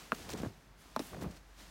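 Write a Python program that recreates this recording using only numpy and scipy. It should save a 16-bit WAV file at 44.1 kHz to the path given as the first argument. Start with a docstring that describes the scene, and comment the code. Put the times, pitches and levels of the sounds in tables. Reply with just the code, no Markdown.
"""Out in the open air on soft snow, close to a snowshoe walker taking two steps.
Each step opens with a knock of the shoe's frame, whose bending waves arrive treble first. The deck
swishes through loose powder and the edge rasps over ice grains; then the weight comes down and the
snow packs with a dull, grainy crunch, soft thuds and muffled cracks. Faint air and a low hum lie under it."""
import sys
import numpy as np
from scipy import signal
from scipy.fft import rfft, irfft
from scipy.io import wavfile

SR = 44100
rng = np.random.default_rng(int(sys.argv[2]) if len(sys.argv) > 2 else 0)


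def put_to_file(sound):
    """Save the sound as 16-bit audio at rate SR, in the file named by the first command-line argument."""
    columns = np.atleast_2d(sound).T  # one column per channel
    safe = np.clip(columns, -1, 1)
    whole_steps = np.round(safe * 32767)
    wavfile.write(sys.argv[1], SR, whole_steps.astype(np.int16))


N = 74970
T = np.arange(N) / SR

# Tone curves for the noise layers. Each row: frequency in Hz, relative level in dB.
AIR_EQ = [(25, -24), (45, -5), (62, 1.5), (90, -8), (165, -5), (300, -15.5), (700, -15.5), (1800, -17),
          (3000, -26.5), (8000, -39), (16000, -37.5)]
POWDER_EQ = [(70, -19), (115, -7), (190, 7), (300, 2.5), (550, 1), (1000, 0), (2000, -2.5), (3500, -3.5),
             (6000, -5.5), (10000, -12), (16000, -17.5)]
SPRAY_EQ = [(2000, -6.5), (6000, -5.5), (10000, 0.5), (16000, -2.5)]
RASP_EQ = [(300, -8), (1000, 3), (2200, 0), (4000, 0), (6300, -1.5), (8500, -5.5), (11000, -14),
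           (16000, -13.5)]
CRACK_EQ = [(150, -10), (500, 6), (900, -0.5), (1600, -6.5), (3000, -23), (8000, -25)]
CRUNCH_EQ = [(25, -46), (45, -20), (65, -2.5), (100, 1.5), (180, 3), (280, 0), (400, -3.5), (800, -11),
             (1300, -19.5), (2500, -26.5), (6000, -47.5)]
RATTLE_EQ = [(120, -22), (200, -9), (400, 3), (700, -0.5), (1300, -8.5), (2500, -14), (6000, -31.5)]
CLICK_EQ = [(1500, -23), (4000, 7), (8000, -12), (16000, 4)]
TICK_EQ = [(500, -17), (1500, 4.5), (2600, -7.5), (4100, 1), (4700, -4.5), (5400, 6.5), (6500, -10),
           (8000, -7), (9500, -23), (10400, 1.5), (11500, -33), (16000, -17)]

# Fader rides for the hum and the powder's swish. Each row: time in seconds, level in dB.
HUM_RIDE = [(0, -61), (.3, -57), (.55, -62), (.8, -63), (1.0, -58), (1.4, -58), (1.7, -54.5)]
SWISH_RIDE = [(0, -53), (.045, -55), (.11, -59), (.17, -53), (.22, -51.5), (.28, -55), (.36, -56),
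              (.39, -54.5), (.47, -56.5), (.51, -64), (.75, -71.5), (.82, -61), (.90, -61.5), (.985, -62),
              (1.01, -54), (1.07, -54.5), (1.12, -57), (1.19, -59.5), (1.28, -61.5), (1.35, -60),
              (1.43, -69), (1.56, -65), (1.6, -54.5), (1.7, -60.5)]
# Rides for flung powder and packing snow, one per step. Each row: time in seconds, level in dB.
SPRAY_RIDES = [
    [(.125, -67), (.145, -58), (.25, -78), (.285, -77), (.312, -55), (.345, -79), (.46, -81), (.53, -82)],
    [(.775, -79), (.81, -65.5), (.87, -86), (.98, -91), (1.0, -59.5), (1.085, -58), (1.125, -66),
     (1.19, -76), (1.228, -56.5), (1.27, -78), (1.4, -87)],
]
PACKING_RIDES = [
    [(.15, -57.5), (.24, -54.5), (.30, -50), (.325, -51.5), (.35, -40.5), (.375, -44.5), (.405, -44.5),
     (.425, -44), (.445, -45), (.465, -45), (.49, -54), (.55, -64.5), (.72, -73), (.79, -74)],
    [(1.03, -61), (1.105, -59.5), (1.132, -46.5), (1.19, -49), (1.235, -39), (1.275, -47.5), (1.31, -52.5),
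     (1.36, -61), (1.42, -69.5)],
]

# The edge scraping ice. Each row: start in seconds, length in seconds, level in dB.
EDGE_RASPS = [(0.1455, 0.003, -49.5), (0.2916, 0.0034, -47.5), (0.303, 0.021, -48.5), (0.3292, 0.0064, -51),
              (0.373, 0.024, -52.5), (1.21, 0.025, -54), (1.309, 0.0066, -57), (1.359, 0.015, -59)]
# Ice grains hitting the shoe, and crust breaking. Each row: start in seconds, level in dB.
GRAIN_TICKS = [(0.1497, -46), (0.291, -40.5), (0.302, -38), (0.3192, -44), (0.3354, -38), (0.3614, -53),
               (0.384, -53), (0.42, -47)]
CRUST_CRACKS = [(0.2951, -38.5), (0.4339, -35.5), (0.4485, -38), (0.461, -38.5), (1.131, -37),
                (1.146, -41.5), (1.167, -44), (1.221, -41), (1.2431, -40), (1.327, -53)]
# Soft low thuds: snow giving way, and one small bounce of the shoe at 1.017 seconds.
# Each row: start in seconds, level in dB, pitch in Hz.
SOFT_THUDS = [(0.3402, -23, 387), (.392, -35.5, 60), (0.413, -28, 134), (0.4338, -21.5, 231),
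              (.450, -33.5, 330), (0.46, -26, 267), (0.464, -24.5, 116), (0.502, -41, 166),
              (.575, -41.5, 169), (0.704, -48.5, 123), (.857, -44, 303), (1.017, -30, 244),
              (1.171, -30.5, 463), (1.178, -34.5, 162), (1.2283, -41, 327), (1.241, -26.5, 292),
              (1.26, -31, 67), (1.260, -25, 160), (1.297, -34.5, 198)]
# The frame's ring. Each row: pitch in Hz, relative level in dB, time to fade by 60 dB (t60) in seconds.
FRAME_MODES = [(506, -26.5, 0.029), (652, -9.5, 0.023), (880, -24.5, 0.069), (1105, -13.5, 0.02),
               (1226, -9.5, 0.014), (1365, -5, 0.016), (1590, -10.5, 0.02), (4250, -3, .02),
               (5300, -18, .012)]
# Knocks of the shoe. Each row: start in seconds, frame drive in dB, contact pitch in Hz, snap level in dB,
# deck pitch in Hz, deck level in dB, deck t60 in seconds, tick level in dB, tick t60 in seconds.
SHOE_KNOCKS = [(0.12, -22.5, 1390, -24, 232, -24, 0.033, -44, 0.0077),
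               (.9629, -21.5, 920, -48, 241, -31, 0.062, -35, 0.015),
               (0.9933, -30, 690, -68, 297, -23.5, 0.033, -37.5, 0.029)]


def from_db(db):
    """Decibels to gain."""
    return 10 ** (np.asarray(db) / 20)


def ride(rows):
    """A fader move through rows of seconds and dB."""
    return from_db(np.interp(T, *np.transpose(rows)))


def step_rides(steps):
    """One fader move per step, silent outside them."""
    return sum(ride(step) * (T > step[0][0]) * (T < step[-1][0]) for step in steps)


def colour(x, eq):
    """Minimum-phase EQ, so nothing rings ahead of a hit; comes out at unit rms."""
    size = 2 * N
    hz, db = np.transpose(eq)
    log_hz = np.log(np.fft.rfftfreq(size, 1 / SR) + 1)
    cepstrum = irfft(np.log(from_db(np.interp(log_hz, np.log(hz), db))))
    cepstrum[1:N] *= 2
    cepstrum[N:] = 0
    shaped = irfft(rfft(x, size) * np.exp(rfft(cepstrum)))[:N]
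    return shaped / np.sqrt(np.mean(shaped ** 2) + 1e-20)


def noise(eq):
    """Smooth noise with the given tone."""
    return colour(rng.standard_normal(N), eq)


def grains(eq, per_s, spread_db=2):
    """Random clicks of uneven size with the given tone."""
    sizes = from_db(spread_db * np.minimum(rng.exponential(1, N), 3)) * rng.choice([-1, 1], N)
    return colour(sizes * (rng.random(N) < per_s / SR), eq)


def decay(start, t60):
    """Instant attack, then a tail that falls 60 dB in t60 seconds."""
    return (T >= start) * from_db(-60 * np.clip((T - start) / t60, 0, 4))


def fade_in(start, rise_s):
    """A straight ramp up to full level."""
    return np.clip((T - start) / rise_s, 0, 1)


def burst(start, length, attack_s, release_s):
    """Attack, hold and release."""
    return fade_in(start, attack_s) * np.exp(-np.maximum(T - start - length, 0) / release_s)


def ring(start, hz, t60):
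    """One struck mode."""
    return decay(start, t60) * np.sin(2 * np.pi * hz * (T - start))


def background(air_db=-63.5, hum_hz=47.5):
    """The bed: faint outdoor air and a low hum that swells and sinks."""
    return from_db(air_db) * noise(AIR_EQ) + ride(HUM_RIDE) * np.sin(2 * np.pi * hum_hz * T)


def powder_spray():
    """Airy hiss of the finest powder, flung up by the knocks and the swinging shoe."""
    return step_rides(SPRAY_RIDES) * grains(SPRAY_EQ, per_s=14000)


def powder_swish():
    """Fine grains slide over the deck, dense enough to blur into a swish."""
    return ride(SWISH_RIDE) * grains(POWDER_EQ, per_s=14000)


def ice_rasps():
    """The edge scrapes coarse ice in short bright runs; single grains tick against the shoe."""
    runs = sum(from_db(db) * burst(start, length, attack_s=0.00063, release_s=0.006)
               for start, length, db in EDGE_RASPS)
    ticks = sum(from_db(db) * decay(start, t60=0.012) for start, db in GRAIN_TICKS)
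    return runs * grains(RASP_EQ, per_s=7000, spread_db=3.5) + ticks * noise(RASP_EQ)


def crust_cracks(muffle_hz=2800):
    """Buried crust snaps, muffled by the snow on top."""
    envelope = sum(from_db(db) * decay(start, t60=0.024) for start, db in CRUST_CRACKS)
    muffle = signal.butter(2, muffle_hz, fs=SR, output="sos")
    return signal.sosfilt(muffle, envelope * noise(CRACK_EQ))


def packing_snow():
    """The crunch: many small collapses under the weight, dulled by the snow above them."""
    return step_rides(PACKING_RIDES) * grains(CRUNCH_EQ, per_s=1300)


def soft_thuds(rise_cycles=0.78, t60_cycles=6.5):
    """Soft low thuds a few cycles long: snow giving way, and one small bounce of the shoe."""
    return sum(from_db(db) * ring(start, hz, t60_cycles / hz) * fade_in(start, rise_cycles / hz)
               for start, db, hz in SOFT_THUDS)


def deck_thump(start, hz, t60, rattle_noise, rattle_db=-13):
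    """The deck answers a knock with a low thump and a quieter rattle."""
    rattle = from_db(rattle_db) * decay(start, t60=0.054) * rattle_noise
    return (ring(start, hz, t60) + rattle) * fade_in(start, rise_s=0.0028)


def contact(x, hz, q=2.47):
    """A resonant low-pass: the contact favours the modes near its own pitch."""
    angle = 2 * np.pi * hz / SR
    radius = np.exp(-angle / (2 * q))
    poles = [1, -2 * radius * np.cos(angle), radius * radius]
    return signal.lfilter([sum(poles)], poles, x)


def disperse(x, lag_at_1khz_s=0.000501, power=1.505):
    """Bending waves: the lower the pitch, the later it arrives."""
    hz = np.fft.rfftfreq(2 * N, 1 / SR)
    lag = lag_at_1khz_s * (1000 / np.maximum(hz, 150)) ** power
    phase = -2 * np.pi * np.cumsum(lag) * hz[1]
    return irfft(rfft(x, 2 * N) * np.exp(1j * phase))[:N]


def frame_ring(start, drive_db, contact_hz, low_cut_hz=410, return_s=0.0077, return_db=-15.5):
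    """The struck frame rings, and the wave comes back once from its far end."""
    modes = sum(from_db(drive_db + db) * ring(start, hz, t60) for hz, db, t60 in FRAME_MODES)
    low_cut = signal.butter(2, low_cut_hz, "high", fs=SR, output="sos")
    wave = disperse(signal.sosfilt(low_cut, contact(modes, contact_hz)))
    return wave + from_db(return_db) * np.interp(T - return_s, T, wave)


def shoe_knocks(click_db=-41, deck_delay_s=0.0057):
    """A click, a tick and a snap give the attack; the frame rings and the deck follows a moment later."""
    click_noise, tick_noise, rattle_noise = noise(CLICK_EQ), noise(TICK_EQ), noise(RATTLE_EQ)
    knocks = np.zeros(N)
    for start, drive_db, contact_hz, snap_db, deck_hz, deck_db, deck_t60, tick_db, tick_t60 in SHOE_KNOCKS:
        click = from_db(click_db) * decay(start, t60=0.0027) * click_noise
        tick = from_db(tick_db) * decay(start, tick_t60) * tick_noise
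        snap = from_db(snap_db) * ring(start, hz=2620, t60=0.005)
        deck = from_db(deck_db) * deck_thump(start + deck_delay_s, deck_hz, deck_t60, rattle_noise)
        knocks += click + tick + snap + frame_ring(start, drive_db, contact_hz) + deck
    return knocks


def scene():
    """The mono mix, dry: the snow gives no echo."""
    footfalls = shoe_knocks() + packing_snow() + soft_thuds() + crust_cracks()
    texture = powder_swish() + powder_spray() + ice_rasps()
    return (footfalls + texture + background())[None]


def record(dry, low_cut_hz=36.7, high_cut_hz=15900):
    """The microphone drops the deepest bass; the top is cut steeply."""
    low_cut = signal.butter(4, low_cut_hz, "high", fs=SR, output="sos")
    high_cut = signal.ellip(12, 0.1, 70, high_cut_hz, fs=SR, output="sos")
    return signal.sosfilt(high_cut, signal.sosfilt(low_cut, dry))


dry = scene()
out = record(dry)
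put_to_file(out)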